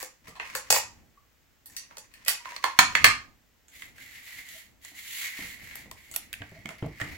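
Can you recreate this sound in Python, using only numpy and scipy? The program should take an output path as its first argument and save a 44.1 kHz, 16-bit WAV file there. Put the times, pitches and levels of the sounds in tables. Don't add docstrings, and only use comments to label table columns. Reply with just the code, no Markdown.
import sys
import numpy as np
from scipy import signal
from scipy.fft import rfft, irfft, next_fast_len
from scipy.io import wavfile
from scipy.ndimage import uniform_filter1d

SR = 44100
rng = np.random.default_rng(int(sys.argv[2]) if len(sys.argv) > 2 else 0)


def master(y):
    cut = np.clip(np.atleast_2d(y).T, -1, 1)
    pcm = np.round(cut * 32767)
    wavfile.write(sys.argv[1], SR, pcm.astype(np.int16))


N = 316461
TIME = np.arange(N) / SR

BAND_EDGES = [300, 700, 1400, 3200, 8000, 16000]


def undb(db):
    return 10 ** (np.asarray(db) / 20)


def unit(x):
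    return x / np.sqrt(np.mean(x ** 2) + 1e-30)


def band(x, lo_hz, hi_hz, order=3):
    edges_hz = [lo_hz, min(hi_hz, SR / 2 - 1)]
    return signal.sosfilt(signal.butter(order, edges_hz, "band", fs=SR, output="sos"), x)


def at_hz(points, hz):
    point_hz, value = np.transpose(points)
    return np.interp(np.log(hz + 1), np.log(point_hz), value)


def colour(x, points):
    size = next_fast_len(N)
    gain = undb(at_hz(points, np.fft.rfftfreq(size, 1 / SR)))
    return unit(irfft(rfft(x, size) * gain, size)[..., :N])


def resonate(x, modes):
    ring = 0
    for hz, width_hz, db in modes:
        b, a = signal.iirpeak(hz, hz / width_hz, fs=SR)
        ring = ring + undb(db) * signal.lfilter(b, a, x)
    return ring


def walk(rate):
    step = int(SR / rate)
    held = np.repeat(rng.standard_normal(N // step + 1), step)
    return unit(uniform_filter1d(held, step)[:N])


def pair(size, alike):
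    noise, alike = rng.standard_normal((3, size)), np.clip(alike, 0, 1)
    return np.sqrt(alike) * noise[2] + np.sqrt(1 - alike) * noise[:2]


def pan(db):
    return undb(np.array([[db], [-db]]) / 2)


def grains(rate, spread_db, decay_s):
    sizes = undb(np.clip(spread_db * rng.exponential(size=N), 0, 20))
    tones = (rng.random(N) < rate / SR) * sizes
    return unit(signal.lfilter([1], [1, -np.exp(-1 / (decay_s * SR))], tones))


def add(out, s, sound):
    i = max(int(s * SR), 0)
    out[:, i:i + sound.shape[1]] += sound[:, :N - i]


def gesture(start_s, length_s, attack_s, release_s):
    t = TIME - start_s
    return np.clip(t / attack_s, 0, 1) * np.exp(-np.maximum(t - length_s, 0) / release_s)


def gestures(rows, attack_s, release_s, sag_db_per_s=0):
    power = 0
    for s, length, db in rows:
        sagging_db = db - sag_db_per_s * np.clip(TIME - s, 0, length)
        power = power + (gesture(s, length, attack_s, release_s) * undb(sagging_db)) ** 2
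    return np.sqrt(power)


def contact_levels(ring_hz, level_db, bass_db, treble_db, droop_db, ring_band_db):
    lo, hi = np.array(BAND_EDGES[:-1]), np.array(BAND_EDGES[1:])
    octaves = np.log2(np.sqrt(lo * hi) / 2100)
    slope = np.where(octaves < 0, bass_db, treble_db)
    ring_boost = ring_band_db * ((lo <= ring_hz) & (ring_hz < hi))
    return level_db + slope * np.abs(octaves) - droop_db * octaves ** 2 + ring_boost


def contacts(rows, modes, ring_db, crack_db, crack_s, decay_s, droop_db, ring_band_db,
             alike, lag_s, level_db, room_db):
    direct, feed = np.zeros((2, 2, N))
    t = TIME[:SR // 10]
    span = .008 * SR
    for s, ring_hz, strength_db, bass_db, treble_db, wet_db, pan_db in rows:
        push = pair(len(t), alike) * np.exp(-t / decay_s) * (1 - np.exp(-t / 0.0014))
        struck = [(hz, width, db + 1.3 * rng.standard_normal()) for hz, width, db in modes]
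        ring = resonate(push, struck + [(ring_hz, ring_hz / 9, ring_db)])
        body = undb(crack_db) * push * np.exp(-t / crack_s) + ring
        levels = contact_levels(ring_hz, strength_db, bass_db, treble_db, droop_db, ring_band_db)
        hit = 0
        for db, lo, hi in zip(levels, BAND_EDGES, BAND_EDGES[1:]):
            part = band(body, lo, hi, order=4)
            level_gain = np.sqrt(span / np.sum(part ** 2, axis=1, keepdims=True))
            hit = hit + undb(db + level_db) * part * level_gain
        lags = (lag_s, -lag_s)
        hit = np.array([np.interp(t - max(lag, 0), t, side, left=0) for lag, side in zip(lags, hit)])
        add(direct, s, hit * pan(pan_db))
        add(feed, s, hit * undb(wet_db + room_db))
    return np.array([direct, feed])


def tape_snaps():
    # (time [s], strongest ring [Hz], relative level near 2 kHz [dB], slope to the bass [dB/octave],
    # slope to the treble [dB/octave], relative room level [dB], left minus right [dB])
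    snaps = [(.027, 520, -45.5, 1, 4, -3, -1), (.281, 1090, -61.5, 2.5, 4, 4, -8),
             (.5505, 12000, -33.5, -1.5, -1, 0.5, -0.5), (.7028, 7510, -25, -2, 1.5, 0, 1),
             (.7245, 7520, -30, 0, 4.5, -1, -3), (.7415, 910, -33, -6.5, 0, 10, 0),
             (.7612, 780, -28, -3, -6, -6.5, -1), (1.658, 12000, -65, -6.5, 6.5, 6, -8),
             (1.765, 5670, -46, -32, 4, 4, 3), (1.969, 5940, -51.5, 0.5, 2, -5.5, -2),
             (1.981, 5930, -54, -1.5, 4.5, 0, 1), (2.138, 2560, -58.5, -14.5, 1.5, 4, 8),
             (2.2485, 7590, -60, -15, 4.5, -4, -5), (2.261, 2560, -48, -4, 0, 8.5, 1),
             (2.2755, 12000, -42, -6, -2, -14, 10), (2.2808, 12200, -27.5, -12.5, 1.5, 4, -9.5)]
    # (frequency [Hz], width [Hz], relative level [dB])
    film_modes = [(520, 59, 13.5), (583, 120, -5), (840, 140, -1.5), (1870, 150, 3), (2540, 48, 4.5),
                  (4630, 550, 1.5), (6940, 230, -21)]
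    return contacts(snaps, film_modes, ring_db=-3.5, crack_db=1.5, crack_s=0.0026, decay_s=0.0033,
                    droop_db=0.75, ring_band_db=5, alike=0.73, lag_s=-4 / SR, level_db=0.0, room_db=-1.5)


def peel():
    # (start [s], length [s], relative level [dB])
    pulls = [(0, 0.061, -48), (.55, 0.035, -40.5), (.7, 0.018, -26.5), (.748, 0.038, -35),
             (1.695, 0.081, -60.5), (2.277, .045, -37)]
    # (frequency [Hz], relative level per Hz [dB])
    rasp_colour = [(200, -18.5), (400, -15.5), (520, -6.5), (850, -7.5), (1300, -11), (1850, -1),
                   (3000, -9.5), (3800, -10), (4800, -3.5), (7500, 2.5), (8500, -8), (16000, -5)]
    threads = grains(rate=600, spread_db=2.5, decay_s=.0003)
    tension = gestures(pulls, attack_s=.005, release_s=.007, sag_db_per_s=149.5)
    rasp = colour(pair(N, alike=1.0) * threads, rasp_colour) * tension * undb(6.5)
    return np.array([rasp, rasp])


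def dispenser_knocks():
    # (time [s], strongest ring [Hz], relative level near 2 kHz [dB], slope to the bass [dB/octave],
    # slope to the treble [dB/octave], relative room level [dB], left minus right [dB])
    knocks = [(.353, 1084, -58, -1, 0.5, 5.5, -1), (.3975, 2550, -41, 1.5, -5, -3, -1),
              (1.909, 950, -59, 2, -8, -4.5, -1), (2.4544, 1000, -42.5, -2.5, -8, -8, -5),
              (2.5185, 990, -49, 1, -0.5, -17, 0), (2.5625, 4325, -42.5, 0, 1, -13, -3),
              (2.6398, 1080, -27, -0.5, 0, -4, -7.5), (2.7886, 1050, -11, -8, 1, -6.5, -6.5),
              (2.951, 1750, -24.5, -2.5, -1, -5, -4), (3.0424, 2390, -16, 0, 4, -5, -4)]
    # (frequency [Hz], width [Hz], relative level [dB])
    shell_modes = [(395, 50, -30), (630, 50, -15), (988, 60, 5.5), (1090, 110, 3.5), (1223, 29, 3.5),
                   (1760, 280, 0.5), (2010, 150, 4.5), (2240, 300, -7), (2590, 78, -5), (2520, 90, -7.5),
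                   (4210, 280, 5), (6800, 2300, -16)]
    return contacts(knocks, shell_modes, ring_db=-0.5, crack_db=-1.0, crack_s=.005, decay_s=0.0028,
                    droop_db=2.5, ring_band_db=8, alike=0.37, lag_s=3 / SR, level_db=1.0, room_db=3.5)


def fingers():
    # (start [s], length [s], relative level [dB])
    grips = [(-.03, 0.037, -37.5), (.24, 0.046, -47.5), (.4, 0.15, -46.5), (.63, 0.1, -52), (.8, .2, -65),
             (1.68, 0.37, -63), (2.1, 0.41, -61.5), (2.43, 0.66, -47.5)]
    # (frequency [Hz], relative level per Hz [dB])
    skin_colour = [(200, -18), (400, -16.5), (600, -9), (780, -21), (1030, -0.5), (1350, -12.5),
                   (1950, 0.5), (2600, -5.5), (3500, -12.5), (6000, -12.5), (9000, -22), (16000, -25.5)]
    catch = grains(rate=400, spread_db=1.5, decay_s=.005)
    grip = gestures(grips, attack_s=0.025, release_s=0.02)
    rub = colour(pair(N, alike=0.11) * catch, skin_colour) * grip * undb(-0.5)
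    return np.array([rub, rub * undb(-3.5)])


def ringing_and_squeaks():
    # (time [s], mean pitch [Hz], peak level [dB], length [s])
    tones = [(.29, 1174, -55, .06), (1.17, 1078, -52.5, 0.018), (1.695, 1790, -54, 0.02),
             (2.393, 953, -50.5, .04), (2.452, 1024, -40.5, 0.051), (2.517, 1031, -42.5, 0.043),
             (2.586, 1118, -49, 0.032), (4.537, 643, -57, 0.054), (6.55, 665, -50.5, 0.043)]
    waver = 0.025
    out, wobble = np.zeros((2, N)), walk(130)
    for s, hz, db, length in tones:
        size = int(length * SR)
        pitch = hz * (1 + waver * wobble[int(s * SR):][:size])
        phase = 2 * np.pi * np.cumsum(pitch) / SR
        add(out, s, undb(db) * np.hanning(size) * np.sin(phase) * np.ones((2, 1)))
    return np.array([out, out * undb(-4.5)])


def slide():
    # (start [s], length [s], relative level [dB], extra hiss [dB])
    pushes = [(3.689, 0.15, -54, 1.5), (3.939, 0.25, -51, -2.5), (4.202, 0.19, -46.5, -1.5),
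              (4.424, 0.16, -49.5, 3), (4.805, 0.066, -50, 2), (4.924, 0.17, -48.5, 3),
              (5.058, 0.2, -42, 4.5), (5.208, 0.08, -37.5, -10), (5.298, 0.22, -43.5, -2),
              (5.57, 0.24, -48, -5), (5.92, 0.33, -58.5, -1), (6.289, 0.66, -56, -13),
              (6.947, 0.21, -47, -9.5)]
    # (frequency [Hz], relative level per Hz [dB])
    rub_colour = [(300, -31), (650, -21), (900, -17.5), (1400, -10.5), (1750, -1.5), (1950, 6.5), (2130, 7),
                  (2550, -3.5), (3500, -14.5), (4500, -11), (6000, -16.5), (16000, -55)]
    # (frequency [Hz], relative level per Hz [dB])
    hiss_colour = [(1500, -35), (2800, 12), (4400, 8), (5100, 1.5), (7400, 9.5), (8600, 0.5), (11000, 6),
                   (15800, 4)]
    attack_s, release_s = 0.067, 0.041
    pressure = gestures([(s, length, db) for s, length, db, _ in pushes], attack_s, release_s)
    speed = gestures([(s, length, db + extra) for s, length, db, extra in pushes], attack_s, release_s)
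    catch = grains(rate=4600, spread_db=6.0, decay_s=0.004) * undb(0.71 * walk(25))
    rub = colour(pair(N, alike=0.31) * catch, rub_colour) * undb(1.66 * walk(60))
    hiss = colour(pair(N, alike=0.11) * catch, hiss_colour) * undb(-1.0)
    creases = grains(rate=120, spread_db=3.0, decay_s=.0004)
    crinkle = colour(pair(N, alike=0.43) * creases, hiss_colour) * undb(-13)
    sound = ((rub + crinkle) * pressure + hiss * speed) * pan(-1)
    return np.array([sound, sound * undb(-3.5)])


def card_ticks():
    # (time [s], strongest ring [Hz], relative level near 2 kHz [dB], slope to the bass [dB/octave],
    # slope to the treble [dB/octave], relative room level [dB], left minus right [dB])
    ticks = [(3.6817, 7000, -65, -10.5, 0.5, 4.5, -5), (3.8205, 2040, -45, -12.5, -6, 0, -7.5),
             (3.981, 1648, -55, -6.5, -3.5, 1, -2), (4.848, 7000, -56, -4.5, 3.5, -6, -2.5),
             (5.7101, 2080, -49, -11, -13, 1, 5), (5.7545, 12700, -51.5, -0.5, 3, -2.5, 2),
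             (5.9126, 1030, -46, -5, 0, -4.5, 2), (6.1127, 7500, -61, -1, 6, 2.5, -2.5),
             (6.1391, 12000, -49, -8, -0.5, 7.5, 6), (6.161, 12200, -37.5, -6.5, 3.5, -7, -2.5),
             (6.3288, 12200, -40, -18.5, -1.5, -4, -4), (6.3375, 2490, -39.5, -20, -8, -9, 2),
             (6.4185, 1600, -43, -5, -13, -5, -4), (6.6564, 2170, -41.5, -5.5, -6.5, -3, -7),
             (6.6893, 2190, -45, -3, -3, -0.5, -6), (6.705, 1880, -52, 2.5, -3.5, 0, -5),
             (6.8255, 353, -50.5, 1, -24, 1, 10), (6.862, 352, -67, 11, 3, -7, 5),
             (6.9996, 1850, -43.5, -2, -5.5, 8.5, -7), (7.0135, 1870, -33.5, -11, -8.5, -6.5, -7.5)]
    # (frequency [Hz], width [Hz], relative level [dB])
    card_modes = [(656, 37, 15), (1880, 110, 5.5), (2000, 220, -20.5)]
    return contacts(ticks, card_modes, ring_db=16.5, crack_db=10.5, crack_s=0.0034, decay_s=0.0022,
                    droop_db=0.16, ring_band_db=5, alike=0.27, lag_s=0, level_db=-0.5, room_db=-1.0)


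def thuds():
    # (time [s], level of the main swing before its envelope [dB], pitch [Hz])
    bumps = [(.283, -45.5, 194), (.548, -49, 200), (.701, -38.5, 135), (2.789, -24, 246), (2.951, -41, 137),
             (3.075, -32, 103), (4.918, -49, 292), (5.39, -37, 272), (5.411, -45.5, 80), (5.438, -47, 205),
             (5.631, -46, 100), (5.859, -42.5, 208), (6.406, -37.5, 98), (6.417, -37, 268),
             (6.519, -39, 168), (6.586, -44.5, 109), (6.655, -35, 206), (6.8253, -21, 141),
             (6.844, -30.5, 255), (6.863, -29.5, 130), (7.016, -30.5, 130.4), (7.071, -52, 125)]
    decay_cycles = 1.2
    overtone, overtone_db = 2.35, -7.5
    out, t = np.zeros((2, N)), TIME[:SR // 5]
    for s, db, hz in bumps:
        flesh = unit(band(pair(len(t), alike=1.0), hz / 2, hz * 3, order=2))
        swing = np.sin(2 * np.pi * hz * t)
        second = undb(overtone_db) * np.sin(2 * np.pi * overtone * hz * t)
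        envelope = np.exp(-t * hz / decay_cycles) * (1 - np.exp(-t / 0.0003))
        add(out, s, undb(db) * (swing + second + 0.46 * flesh) * envelope)
    return np.array([out, out * undb(-1.5)])


def room(feed):
    # (frequency [Hz], time to fall by 60 dB [s])
    decay_times = [(120, 0.28), (400, 0.2), (1000, 0.31), (2500, 0.28), (7000, 0.29), (15000, 0.097)]
    gap_s, build_s, bass_hz = 0.0029, 0.0011, 775
    t = TIME[:int(.6 * SR)]
    onset = 1 - np.exp(-np.maximum(t - gap_s, 0) / build_s)
    edges = np.geomspace(40, 18000, 15)
    response = 0
    for lo, hi in zip(edges, edges[1:]):
        hz = np.sqrt(lo * hi)
        alike = 0.07 + 1.4 / (1 + (hz / bass_hz) ** 2)
        tail = band(pair(len(t), alike), lo, hi)
        tail = tail * onset * np.exp(-np.log(1000) * t / at_hz(decay_times, hz))
        energy = np.sum(tail ** 2, axis=1, keepdims=True)
        response = response + tail * np.sqrt(2 * (hi - lo) / SR / energy)
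    return signal.fftconvolve(feed, response, axes=1)[:, :N] * pan(-1.5)


def background():
    # (start [s], length [s], relative level [dB])
    shifts = [(.2, 0.83, -65.5), (1.65, 1.1, -70), (2.78, 0.11, -52.5), (2.99, 0.03, -43), (3.7, 0.46, -66),
              (4.3, 1.12, -71), (5.35, 0.58, -60), (6.05, 1.7, -62.5), (6.97, 0.15, -53)]
    # (frequency [Hz], relative level per Hz [dB])
    rumble_colour = [(25, -8), (60, 1.5), (110, -1), (180, -7), (260, -3), (400, -15.5), (800, -16),
                     (2000, -41.5)]
    # (frequency [Hz], relative level per Hz [dB])
    quiet_colour = [(20, -14.5), (55, 0), (140, -11.5), (260, -12.5), (450, -17), (1000, -20.5),
                    (2000, -18), (4000, -25), (7500, -25), (9000, -34.5), (16000, -24.5)]
    arms = gestures(shifts, attack_s=.06, release_s=0.11)
    rumble = colour(pair(N, alike=0.54), rumble_colour) * arms * undb(2.5 + 2 * walk(12))
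    quiet = colour(pair(N, alike=0.29), quiet_colour) * undb(-64.5)
    return rumble + quiet


def scene():
    tape = tape_snaps() + peel()
    rubbing = fingers() + ringing_and_squeaks() + slide()
    direct, feed = tape + dispenser_knocks() + rubbing + card_ticks() + thuds()
    return direct + room(feed) + background()


def record(dry):
    clipped = np.clip(dry, -1, 1)
    top_cut = signal.ellip(10, .2, 70, 16000, fs=SR, output="sos")
    return signal.sosfilt(top_cut, clipped)


dry = scene()
out = record(dry)
master(out)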